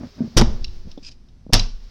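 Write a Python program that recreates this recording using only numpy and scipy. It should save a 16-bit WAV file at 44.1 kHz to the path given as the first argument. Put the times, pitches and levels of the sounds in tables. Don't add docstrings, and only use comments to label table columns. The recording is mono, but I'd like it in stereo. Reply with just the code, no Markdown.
import sys
import numpy as np
from scipy import signal
from scipy.fft import rfft, irfft
from scipy.io import wavfile
from scipy.ndimage import uniform_filter1d

SR = 44100
rng = np.random.default_rng(int(sys.argv[2]) if len(sys.argv) > 2 else 0)


def volts(x):
    e = np.asarray(x, float) / 20
    return 10 ** e


def output_pcm(signal):
    pcm = np.clip(np.atleast_2d(signal).T, -1, 1) * 32767
    wavfile.write(sys.argv[1], SR, np.round(pcm).astype(np.int16))


N = 83790
t = np.arange(N) / SR

# start_s, level_db, sway_left_right_db
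BLOWS = [
    (.364, -2, -22),
    (1.526, -4.5, -13),
]


def unit(x):
    return x / np.sqrt(np.mean(x ** 2))


def noise_pair():
    return rng.standard_normal((2, N))


def ring(x, hz, t60_s):
    pole = np.exp((2j * np.pi * hz - np.log(1000) / t60_s) / SR)
    return signal.lfilter([1], [1, -pole], x)


def band(x, hz, width_hz):
    return signal.lfilter(*signal.iirpeak(hz, hz / max(width_hz, 30), SR), x)


def high_pass(x, order, hz):
    return signal.lfilter(*signal.butter(order, hz, "high", fs=SR), x)


def colour(x, tone):
    hz, db = np.array(tone).T
    bins_hz = np.maximum(np.arange(N // 2 + 1) * SR / N, 1)
    gain = volts(np.interp(np.log(bins_hz), np.log(hz), db))
    return unit(irfft(rfft(x) * gain, N))


def flicker(rate_hz, db):
    k = int(SR / rate_hz)
    wander = uniform_filter1d(uniform_filter1d(rng.standard_normal(N), k), k)
    return volts(db * unit(wander))


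def push(start_s, length_s):
    force = np.sin(np.pi * np.clip((t - start_s) / length_s, 0, 1)) ** 2
    return force / force.sum()


def decay(start_s, level_db, t60_s, rise_s):
    fall = volts(level_db - 60 * np.maximum(t - start_s, 0) / t60_s)
    return fall * np.clip((t - start_s) / rise_s, 0, 1)


def pan(left_right_db):
    return volts(np.array([[left_right_db / 2], [-left_right_db / 2]]))


def floor():
    # hz, db_per_hz
    hiss_tone = [(18, -31), (30, 20.5), (141, 5), (245, 2), (569, -42), (1280, -34), (6050, -25),
                 (6550, -40.5), (16000, -53)]
    # time_s, level_db
    air_level = [(0, -51.5), (.35, -53.5), (.5, -49), (.8, -53), (.96, -57.5), (1.15, -69), (1.52, -73),
                 (1.6, -56.5), (1.9, -53)]
    # hz, db_per_hz
    air_tone = [(240, -35), (400, 3), (579, -8), (839, -8), (2290, -11), (2800, -11), (5350, -5),
                (8110, -29.5), (12500, -33.5), (14800, -20.5)]
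    hiss = volts(-46) * colour(noise_pair(), hiss_tone)
    air_gain = volts(-0.5 + np.interp(t, *np.array(air_level).T))
    air = pan(1) * air_gain * colour(noise_pair(), air_tone) * flicker(25, 1.5)
    rumble = volts(-54) * unit(band(noise_pair(), hz=29.5, width_hz=35))
    return hiss + air + rumble


def room(bright, boom):
    tail = 0
    for level_db, t60_s in ((-17, 0.34), (-36, 0.35)):
        tail = tail + volts(level_db) * unit(noise_pair() * volts(-60 * t / t60_s)) / np.sqrt(N)
    tail = signal.lfilter(*signal.butter(3, 6800, fs=SR), tail)
    second_blow_gain = volts(1.5 * (t > 1.5))
    sent = (bright + volts(-33.5) * boom) * second_blow_gain
    return signal.fftconvolve(sent, tail, axes=1)[:, :N]


def scrape():
    # time_s, level_db
    drag_level = [(1.025, -67.5), (1.029, -50.5), (1.062, -44.5), (1.067, -43), (1.077, -45.5),
                  (1.089, -41.5), (1.1, -62), (1.123, -51.5), (1.149, -74.5)]
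    # hz, db_per_hz
    drag_tone = [(530, -56), (900, -19), (1300, -14.5), (1850, -13.5), (2150, -18), (2410, -6.5),
                 (4200, -4.5), (4960, 4.5), (11000, -35), (14300, -80), (22000, -120)]
    slip_rate_hz = 9150
    slips = (rng.random(N) < slip_rate_hz / SR) * volts(1.2 * rng.exponential(size=N)) * noise_pair()
    tone = colour(slips, drag_tone)
    tone = tone + volts(-9) * band(tone, 4930, 500) + volts(3) * band(tone, 2450, 300)
    time_s, level_db = np.array(drag_level).T
    gain = volts(3.5 + np.interp(t, time_s, level_db, left=-120, right=-120))
    return pan(6.5) * unit(tone) * flicker(300, 1.7) * gain


def bumps():
    # start_s, level_db, pitch_ratio, t60_s
    contacts = [(0.205, -7.5, 1.01, 0.2), (0.217, -14, 0.8, 0.094), (0.236, -21, 1.37, 0.11),
                (.243, -15.5, 0.97, 0.24), (0.276, -14.5, 0.76, 0.022), (0.4133, 18.5, .58, 0.027),
                (0.419, 1.5, 0.97, 0.11), (0.498, -20, 0.92, 0.16), (0.855, -21.5, 0.33, 0.24),
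                (0.871, -22, 0.77, 0.045), (0.976, -31, 1.2, 0.16), (1.023, -34.5, 0.88, 0.038),
                (1.465, -21.5, 0.97, .03), (1.494, -18.5, 0.8, 0.03), (1.502, -29, 1.14, 0.06)]
    # hz, level_db, t60_ratio
    body_modes = [(229, -4.5, 0.89), (242, -2.5, 0.79), (350, -3.5, 0.06), (622, -18, 0.75),
                  (650, -37, 0.16)]
    # start_s, level_db, pitch_hz, t60_s
    edge_taps = [(0.4124, -5, 1100, 0.021), (.419, 13.5, 900, .01), (.421, -9, 2200, .012),
                 (0.851, -32, 302, 0.015), (0.877, -31, 383, 0.011), (0.884, -33.5, 446, 0.0086),
                 (0.976, -15.5, 420, 0.0087), (0.9798, -20, 450, 0.0075), (0.9866, -24.5, 420, 0.0095),
                 (1.4656, -28, 530, 0.0094), (1.4951, -25.5, 530, .012), (1.5013, -20.5, 520, .015)]
    # middle_s, length_s, level_db
    slides = [
        (0.034, .16, -28),
        (0.224, 0.17, -30),
        (0.363, 0.16, -36.5),
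        (0.884, 0.2, -45.5),
        (1.107, 0.078, -47.5),
    ]
    # hz, db_per_hz
    slide_tone = [(35, -40.5), (60, -6), (237, 1), (449, -20), (595, -13), (893, -27), (1300, -26),
                  (2500, -38.5), (3250, -72), (5500, -120)]
    out = 0
    for start_s, level_db, pitch, t60_s in contacts:
        force = push(start_s, 0.0021 * np.clip(t60_s / 0.24, .7, 1))
        for hz, mode_db, share in body_modes:
            out = out - volts(level_db + mode_db) * ring(force, hz * pitch, t60_s * share).imag
    out = high_pass(out, 2, 110)
    for start_s, level_db, hz, t60_s in edge_taps:
        out = out - volts(level_db) * ring(push(start_s, .4 / hz), hz, t60_s).imag
    slide = 0
    for middle_s, length_s, level_db in slides:
        slide = slide + volts(level_db) * np.cos(np.pi * np.clip((t - middle_s) / length_s, -.5, .5)) ** 2
    out = out + slide * flicker(140, 2.2) * colour(rng.standard_normal(N), slide_tone)
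    return out * np.array([[1], [volts(-41)]])


def bolt():
    # start_s, pitch_hz, level_db, t60_s, left_right_db
    pings = [(0.6437, 5400, -26.5, 0.022, 17), (.6442, 4700, -25.5, 0.0067, 23),
             (0.6458, 2800, -29.5, 0.019, 14), (.648, 4020, -31.5, 0.021, 18),
             (0.913, 5000, -46.5, 0.023, 15), (0.916, 3300, -44, 0.019, 8), (.978, 3500, -45.5, 0.033, 10),
             (1.066, 5000, -35, 0.045, 13), (1.092, 4000, -40, 0.023, 2), (1.5948, 6230, -19, 0.014, 4),
             (1.5942, 4890, -16, 0.023, 9), (1.5947, 2730, -42, 0.058, 0),
             (1.598, 4016, -20.5, 0.027, 23.5), (1.536, 5400, -13.5, 0.015, 14.5),
             (1.541, 4000, -18, 0.057, 16), (0.373, 5800, -0.5, 0.022, -1)]
    out = 0
    for start_s, hz, level_db, t60_s, pan_db in pings:
        force = push(start_s, 0.00055) * np.cos(2 * np.pi * hz * t)
        out = out + 2 * pan(pan_db) * volts(level_db) * ring(force, hz, t60_s).imag
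    return out


def rattles(bursts, tone):
    # hz, width_hz, level_db
    metal_modes = [(2830, 260, -10), (4180, 460, 6.5), (4500, 34, -42.5), (4850, 120, -6),
                   (7540, 33, -19.5)]
    env = 0
    for start_s, level_db, t60_s, pan_db in bursts:
        env = env + pan(pan_db) * decay(start_s, level_db, t60_s, rise_s=.0008)
    impacts = noise_pair() * volts(3.2 * rng.exponential(size=N)) * flicker(560, 1.6)
    metal = 0
    for k, (hz, width_hz, level_db) in enumerate(metal_modes):
        metal = metal + (-1) ** k * volts(level_db) * band(impacts * env, hz, width_hz)
    return volts(-11) * metal / impacts.std() + volts(-8.5) * env * colour(impacts, tone)


def latch():
    # start_s, level_db, t60_s, left_right_db
    shakes = [(.366, -23, 0.082, 30), (.370, 8.5, 0.036, 3.5), (.374, 2, 0.048, -9), (.378, -6, 0.043, -17),
              (.384, -2, 0.056, 11), (.390, -12.5, 0.065, 11), (.400, -10.5, 0.0087, 20),
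              (.408, -19, 0.053, 2), (.4135, -7, 0.015, 35.5), (.396, -11, 0.027, -3),
              (.421, -34.5, 0.14, -1.5), (1.526, -12, 0.25, 3.5), (1.533, 11.5, 0.038, -2),
              (1.5405, -8.5, 0.06, 1.5), (1.547, -16.5, 0.13, 12.5), (1.553, -17, 0.053, 3),
              (1.563, -42, 0.085, 4)]
    # hz, db_per_hz
    shake_tone = [(180, 1), (300, 3.5), (567, 2), (2100, -7), (2790, -4), (5460, 3), (7400, -17.5),
                  (14700, -42), (16500, -50.5)]
    # start_s, level_db, t60_s, left_right_db
    clicks = [
        (.644, -17, 0.032, -0.5),
        (.664, -37, 0.049, 7),
        (.679, -37.5, 0.045, 11),
        (.915, -32.5, 0.038, 11),
        (.976, -42, 0.048, 9),
        (1.286, -50.5, 0.066, 8),
        (1.5954, -11, 0.018, 16.5),
        (1.6, -16.5, 0.041, -2),
    ]
    # hz, db_per_hz
    click_tone = [(880, -52.5), (1700, -33), (2730, -5), (3280, -5.5), (4010, 1), (4500, -7.5), (5300, 1),
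                  (12000, -71), (15600, -95), (22000, -120)]
    return rattles(shakes, shake_tone) + rattles(clicks, click_tone)


def shudder():
    # level_db, t60_s, centre_hz, width_hz
    mode_bands = [
        [(-13.5, 0.25, 370, 690), (-19.5, 0.53, 120, 480), (-17.5, 1.1, 50, 41)],
        [(-15.5, 0.13, 950, 1200), (-27, 0.37, 240, 110), (-22.5, 0.31, 170, 96)],
    ]
    out = 0
    for (start_s, *_), rows in zip(BLOWS, mode_bands):
        for level_db, t60_s, hz, width_hz in rows:
            noise = unit(band(band(noise_pair(), hz, width_hz), hz, width_hz))
            out = out + decay(start_s, level_db, t60_s, rise_s=0.015) * noise
    return pan(4.9) * out


def door():
    # hz, level_db, t60_s
    sway_modes = [
        [(24.16, 2, 0.47), (12.37, -11, 1.64), (27.86, -14, 0.92), (19.64, -19, 1.5), (33.26, -19, 0.8),
         (47.5, -22, .5)],
        [(25.8, 3.5, 0.53), (16.8, -22.5, 2.1), (35.5, -16.5, 1.9), (12.14, -17, 1.6)],
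    ]
    # level_db, hz, t60_s
    heaves = [
        (-2, 8.5, 0.28),
        (-9, 7.1, .3),
    ]
    # hz, first_blow_db, second_blow_db, t60_s
    panel_modes = [(57.4, -21, -9, 0.69), (100.46, 3.5, 6.5, 0.43), (126.8, 3, 0.5, 0.33),
                   (172.6, -5, -12.5, 0.063), (196.6, -2, -11.5, 0.27), (232, -11.5, -33.5, 0.91),
                   (256, -2.5, 5, 0.21), (351, 11.5, -4, 0.26), (355, -23, -68, 2.5), (407, -23, -45, .2),
                   (526.6, -13.5, -9.5, 0.087), (695, -5.5, -2.5, 0.27), (815, -8.5, 0.5, 0.092),
                   (1100, -13, -13, .08)]
    t60_ratios = [0.91, 0.7]
    left_only = np.array([[1], [0]])
    port_phase = np.exp(1j * np.array([[0], [.8]]))
    sway = boom = 0
    for k, (start_s, level_db, pan_db) in enumerate(BLOWS):
        shove = -volts(level_db) * push(start_s, 0.012)
        for hz, mode_db, t60_s in sway_modes[k]:
            sway = sway + pan(pan_db) * volts(mode_db) * ring(shove, hz, t60_s).real
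        heave_db, heave_hz, heave_t60_s = heaves[k]
        sway = sway + left_only * volts(heave_db) * ring(shove, heave_hz, heave_t60_s).imag
        recoil = volts(-1) * push(start_s + .0055, 0.0017)
        knock = volts(level_db) * (recoil - push(start_s + 0.0014, 0.0045))
        for mode in panel_modes:
            port_gain = volts(rng.standard_normal((2, 1))) * port_phase
            tone = ring(knock, mode[0], mode[3] * t60_ratios[k])
            boom = boom + (port_gain * volts(mode[1 + k]) * tone).imag
    return volts(-6) * sway, volts(-16) * pan(6) * boom


def scene():
    sway, boom = door()
    bright = latch() + bolt() + scrape()
    return floor() + room(bright, boom) + bumps() + bright + shudder() + boom + sway


def low_pass(x):
    return signal.sosfilt(signal.butter(12, 16780, fs=SR, output="sos"), x)


def record(dry):
    clip, softness = .74, 6
    x = dry / (1 + np.abs(dry / clip) ** softness) ** (1 / softness)
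    x = high_pass(x, 1, 3)
    x = x - 0.56 * high_pass(x, 2, 7500)
    x = signal.sosfilt(signal.ellip(8, .2, 70, 16400, fs=SR, output="sos"), x)
    x = np.clip(x, -.86, .86)
    return low_pass(x)


dry = scene()
out = record(dry)
output_pcm(out)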